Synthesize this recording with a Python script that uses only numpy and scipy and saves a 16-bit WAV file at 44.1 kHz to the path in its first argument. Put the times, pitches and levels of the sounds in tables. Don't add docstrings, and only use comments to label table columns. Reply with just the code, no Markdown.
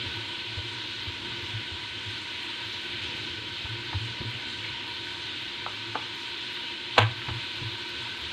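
import sys
import numpy as np
from scipy import signal
from scipy.fft import rfft, irfft, next_fast_len
from scipy.io import wavfile
from scipy.ndimage import uniform_filter1d, minimum_filter1d

SR = 44100
rng = np.random.default_rng(int(sys.argv[2]) if len(sys.argv) > 2 else 0)


def ratio(d):
    e = np.asarray(d, float) / 20
    return 10 ** e


def unload_audio(sound):
    columns = np.transpose(np.atleast_2d(sound))
    steps = np.round(np.clip(columns, -1, 1) * 32767)
    wavfile.write(sys.argv[1], SR, steps.astype(np.int16))


N = 366912


def decay(t, t60):
    return np.exp(-np.log(1000) * t / t60)


def mode(x, hz, t60):
    radius = np.exp(-np.log(1000) / (t60 * SR))
    angle = 2 * np.pi * hz / SR
    return signal.lfilter([0, np.sin(angle)], [1, -2 * radius * np.cos(angle), radius ** 2], x)


def band(x, hz, width):
    return signal.lfilter(*signal.iirpeak(hz, hz / width, fs=SR), x)


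def add(out, s, sound):
    i = int(s * SR)
    out[i:i + len(sound)] += sound[:N - i]


def walk(rate):
    hold = int(SR / rate)
    levels = np.repeat(rng.standard_normal(N // hold + 1), hold)
    return 1.4 * uniform_filter1d(uniform_filter1d(levels, hold), hold)[:N]


def burst(db, hz, width, t60, click=6.7):
    t = np.arange(8820) / SR
    push = rng.standard_normal(len(t)) * decay(t, t60) * (1 - np.exp(-t / 0.0027))
    push[44] = click
    puff = band(band(push, hz, 0.98 * width), hz, 0.98 * width)
    return puff * ratio(db) / np.abs(puff).max()


def swell(db, hz, length, place):
    u = np.arange(int(length * SR)) / (length * SR)
    bend = np.log(.5) / np.log(np.clip(place, .1, .9))
    shape = np.sin(np.pi * u ** bend) ** 1.54
    return ratio(db) * shape * np.sin(2 * np.pi * hz * length * (u + 0.041 * (u * u - u)))


def soften(x):
    return signal.sosfilt(signal.butter(6, 4400, fs=SR, output="sos"), x)


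# pitch in Hz, level in dB per Hz.
JET_COLOUR = [(25, -37), (60, -13), (160, -16), (260, -10), (420, -14.5), (700, -23), (1150, -16.5),
              (1900, -11), (2900, -6.5), (4200, -8.5), (4700, -18), (5200, -24.5)]
# pitch in Hz, level in dB per Hz.
AIRY_TOP = [(5200, -24), (5600, -29), (6200, -27.5), (7500, -34), (8800, -37), (9700, -45), (11300, -47.5),
            (12200, -49.5), (13500, -51.5), (15600, -52), (17000, -76)]
# pitch in Hz, width in Hz, lift in dB.
POT_RESONANCES = [(110, 48, 11.5), (236.5, 7.2, 4), (313.5, 16, 8.5), (348.6, 29.6, 12), (492, 21, 3.5),
                  (951, 78, 14), (1220, 50, -1.5), (1513, 80, 10.5), (2050, 44, 4.5), (2332, 17, 8),
                  (2560, 83, 4), (2880, 34, 4), (2950, 55, 4.5), (3122, 52, 8.5), (3390, 90, 5),
                  (3560, 66, 5), (3780, 150, 3.5), (4300, 50, 3.5)]
# time in seconds, effort in dB.
HAND_EFFORT = [(0.0, 8), (0.5, -3.5), (0.8, -1.5), (1.25, 5), (1.7, -2), (2.08, 0), (2.46, -6), (2.94, 0),
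               (3.25, 3), (3.75, -0.5), (4.15, 2), (4.73, -0.5), (6.0, -2), (6.25, -6), (6.8, -5),
               (7.15, 0.5), (7.7, -4), (8.32, -3)]
RUMBLE_FADES_HZ = 650
SWELL_DB = 0.29
HOLLOW_HZ, HOLLOW_FLUTTER_DB = 660, 1.3


def burner():
    size = next_fast_len(N)
    f = np.maximum(np.arange(size // 2 + 1) * SR / size, 1)
    hz, db = np.transpose(JET_COLOUR + AIRY_TOP[1:])
    gain = ratio(np.interp(np.log(f), np.log(hz), db))
    lift = 1
    for centre, width, lift_db in POT_RESONANCES:
        lift = lift + (ratio(2 * lift_db) - 1) / (1 + (2 * (f - centre) / width) ** 2) ** 2
    gain = gain * np.sqrt(lift)
    ripple = np.interp(f, np.arange(400) * 60, rng.standard_normal(400))
    gain = gain * ratio(2.6 * ripple * np.clip(f / 1500 - 2, 0, 1))
    jet = rfft(rng.standard_normal(size)) * gain

    effort_db = np.interp(np.arange(N) / SR, *np.transpose(HAND_EFFORT))
    breathing_db = SWELL_DB * walk(2.924)
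    fade = np.exp(-1 / (0.027 * SR))
    out = 0
    for octave in np.arange(4, 14.6, .5):
        share = np.cos(np.pi * np.clip(np.log2(f) - octave, -.5, .5)) ** 2
        rumble = np.clip((np.log2(RUMBLE_FADES_HZ) - octave) / 3.6, 0, 1)
        hollow_db = HOLLOW_FLUTTER_DB * np.exp(-(octave - np.log2(HOLLOW_HZ)) ** 2 / .25)
        puffs = (rng.random(N) < 14 / SR) * rng.random(N)
        sputter = signal.lfilter([1], [1, -fade], puffs)
        flutter_db = (0.74 + hollow_db) * walk(12)
        flutter_db = flutter_db + 5.4 * sputter * np.clip((octave - 11.5) / 1.6, 0, 1)
        level = ratio(rumble * effort_db + breathing_db + flutter_db)
        out = out + irfft(jet * share, size)[:N] * level
    return out / out.std() * ratio(-35.5)


# start in seconds, peak in dB.
FLOUR_TICKS = [(0.159, -57), (0.2584, -65), (0.4594, -65), (1.4187, -58), (1.6636, -64), (2.1695, -63),
               (2.6464, -64.5), (2.9587, -73), (3.1654, -59), (4.2294, -62), (4.3046, -57), (5.2634, -62),
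               (5.4171, -59.5), (6.1534, -59), (6.5066, -58), (6.5415, -58), (7.1741, -68), (7.5582, -57),
               (7.7324, -63), (7.8885, -56), (8.0054, -75), (8.2122, -56)]
TICK_HZ, TICK_SPREAD = 11900, .04


def ticks():
    out = np.zeros(N)
    for s, db in FLOUR_TICKS:
        hz = TICK_HZ * (1 + TICK_SPREAD * rng.standard_normal())
        add(out, s - .001, burst(db + .5, hz, 4500, .06, click=1))
    return out


# start in seconds, peak in dB, pitch in Hz, length in seconds.
PLATE_SWELLS = [(.16, -38.5, 112.2, .12), (.46, -41.5, 113, .12), (.7, -45, 115, 0.12),
                (1.001, -40, 100, .043), (1.248, -45, 115, 0.13), (1.92, -46, 104, 0.091),
                (2.64, -40.5, 108, 0.066), (2.85, -47, 110, 0.25), (3.18, -44, 109, 0.077),
                (3.77, -42, 120, .08), (3.876, -40, 116, .04), (4.084, -36, 115, .045),
                (4.34, -37, 116, .06), (4.68, -45.5, 119, .066), (5.6, -45, 110, 0.57),
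                (6.985, -17, 109.5, .125), (7.092, -32.5, 112, .055), (7.15, -40, 113, 0.091),
                (7.304, -27.5, 103, .036), (7.331, -32, 118, 0.081), (7.638, -30, 110, .07),
                (7.703, -42, 114, 0.094)]


def presses():
    out = np.zeros(N)
    for s, db, hz, length in PLATE_SWELLS:
        add(out, s, swell(db, hz, length, 0.39))
    return out


# start in seconds, thud peak in dB, thud pitch in Hz, contact in seconds, # low room note
# in dB.
PALM_PATS = [(0.05, -37.5, 84, .09, -41), (0.568, -27.5, 93, .05, -37.5), (1.07, -31, 91.5, 0.043, -51),
             (1.424, -38, 101, .033, -46), (1.532, -29.5, 111, .1, -50), (1.715, -34.5, 90, .055, -52),
             (2.06, -35, 104, 0.089, -46), (3.025, -39, 92.4, .06, -52), (3.3, -40, 85, 0.061, -47),
             (3.642, -31, 82, 0.033, -33.5), (3.943, -22.5, 96, 0.058, -30),
             (4.203, -27.5, 110, 0.017, -31.5), (6.984, -26, 99, .026, -45), (7.28, -27.5, 118, 0.027, -52),
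             (7.613, -29.5, 119, 0.029, -48), (7.95, -44, 80, 0.082, -43.5), (8.21, -43, 75, 0.12, -57)]
THUD_PLACE = 0.26
BUMP_HZ, BUMP_DB, BUMP_S = 60.4, -14, 0.053
RING_HZ, RING_S, RING_PLACE, RING_LATE_S = 114, .11, 0.31, 0.0298


def pats():
    out = np.zeros(N)
    for s, db, hz, contact, ring_db in PALM_PATS:
        add(out, s, swell(db, hz, contact, THUD_PLACE))
        add(out, s, swell(db + BUMP_DB, BUMP_HZ, BUMP_S, THUD_PLACE))
        ring_starts = s + RING_LATE_S + 0.397 * contact
        add(out, ring_starts, swell(ring_db, RING_HZ, RING_S, RING_PLACE))
    return out


# start in seconds, peak in dB, air pocket pitch in Hz,
# time to die by 60 dB in seconds.
SKIN_SLAPS = [(.578, -40, 403, 0.074), (1.069, -39, 1100, 0.037), (3.655, -34, 900, .05),
              (3.93, -28, 950, 0.04), (3.93, -25, 1700, .03), (3.946, -37, 320, .033),
              (4.21, -32, 270, 0.065), (4.25, -34, 230, .055), (4.63, -31, 2000, .06),
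              (4.643, -23, 2310, .065), (5.07, -27, 2130, 0.028), (5.663, -20.5, 1250, .012),
              (5.6644, -22.5, 900, 0.016), (5.948, -28, 990, 0.043), (5.9538, -20, 1200, .018),
              (5.955, -16, 900, 0.031), (5.954, -31, 300, 0.049), (5.956, -34, 2200, .02),
              (5.954, -22, 590, .022), (6.569, -25, 1800, 0.044), (6.968, -27, 900, .03),
              (7.218, -25, 2050, 0.047), (7.285, -27.5, 900, .057), (7.287, -25, 1900, .04),
              (7.291, -31.5, 247, 0.09), (7.62, -39, 200, 0.09)]
POCKET_WIDTH = 0.65


def slaps():
    out = np.zeros(N)
    for s, db, hz, t60 in SKIN_SLAPS:
        add(out, s - .001, burst(db, hz, POCKET_WIDTH * hz, t60))
    return soften(out)


# start in seconds, peak in dB, air pocket pitch in Hz.
FINGERTIPS = [(6.9747, -25, 2000), (6.978, -14, 1000), (6.980, -3, 980), (6.9812, 1, 2970),
              (6.984, -5.5, 805), (6.9859, -10, 2330), (6.988, -4.5, 1020), (6.9907, -16, 2600),
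              (6.997, -19, 1390), (7.003, -13, 2220), (7.009, -16, 1800), (7.014, -15, 1290),
              (7.021, -12, 2400), (7.03, -15, 1800)]
# pitch in Hz, level in dB,
# time to die by 60 dB in seconds.
PLATE_MODES = [(230, -10, 0.074), (316, -10.5, 0.12), (471, -3, 0.066), (623, -15, 0.028), (720, -4, 0.052),
               (806, -2, 0.038), (970, -8.5, 0.043), (1102, -4, 0.058), (1350, -17, 0.022),
               (1588, -1, 0.054), (1800, -14, 0.036), (2100, -3.5, 0.017), (2310, 1, .03),
               (2690, -4, 0.016), (3160, 5, 0.034), (3410, 2.5, 0.03), (3880, 2, 0.015), (4150, -3, 0.02)]
SPOT_DETUNE = 0.043


def plate_ring():
    click = np.eye(1, 8820)[0]
    signs = np.sign(rng.standard_normal(len(PLATE_MODES)))
    ring = 0
    for sign, (hz, db, t60) in zip(signs, PLATE_MODES):
        detuned_hz = hz * (1 + SPOT_DETUNE * rng.standard_normal())
        ring = ring + sign * ratio(db) * mode(click, detuned_hz, t60)
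    return ring / np.abs(ring).max()


def smack():
    body, crack = np.zeros(N), np.zeros(N)
    for s, db, pocket_hz in FINGERTIPS:
        add(body, s, ratio(db - 3.5) * plate_ring())
        add(body, s - .001, burst(db - 2.5, pocket_hz, 1000, 0.041))
        add(crack, s, burst(db - 30.5, 6600, 2600, 0.027, click=1))
        add(crack, s, burst(db - 45, 10500, 5000, 0.052, click=1))
    return soften(body) + crack


ROOM_T60_S, ROOM_DB = 0.29, -14.5


def room(x):
    t = np.arange(SR // 2) / SR
    echoes = band(rng.standard_normal(len(t)), 1350, 2700)
    tail = echoes * decay(t, ROOM_T60_S) * (1 - np.exp(-t / 0.0043))
    tail = tail / np.sqrt(np.sum(tail ** 2))
    return x + ratio(ROOM_DB) * signal.fftconvolve(x, tail)[:N]


def scene():
    struck = ticks() + slaps() + smack()
    return (burner() + presses() + pats() + room(struck))[None]


def band_limit(x):
    return signal.sosfilt(signal.butter(12, 15504, fs=SR, output="sos"), x)


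DUCK_KNEE_DB, DUCK_SLOPE, DUCK_S = -23.5, 0.19, 0.077


def record(dry):
    dry = signal.sosfilt(signal.butter(3, 48, "high", fs=SR, output="sos"), dry)
    keep = np.exp(-1 / (DUCK_S * SR))
    loudness = signal.lfilter([1 - keep], [1, -keep], dry ** 2)
    dry = dry * (1 + loudness / ratio(2 * DUCK_KNEE_DB)) ** -DUCK_SLOPE
    headroom = minimum_filter1d(np.minimum(1, .93 / np.abs(dry + 1e-9)), size=177)
    mix = dry * uniform_filter1d(headroom, size=89)
    return band_limit(mix)


dry = scene()
out = record(dry)
unload_audio(out)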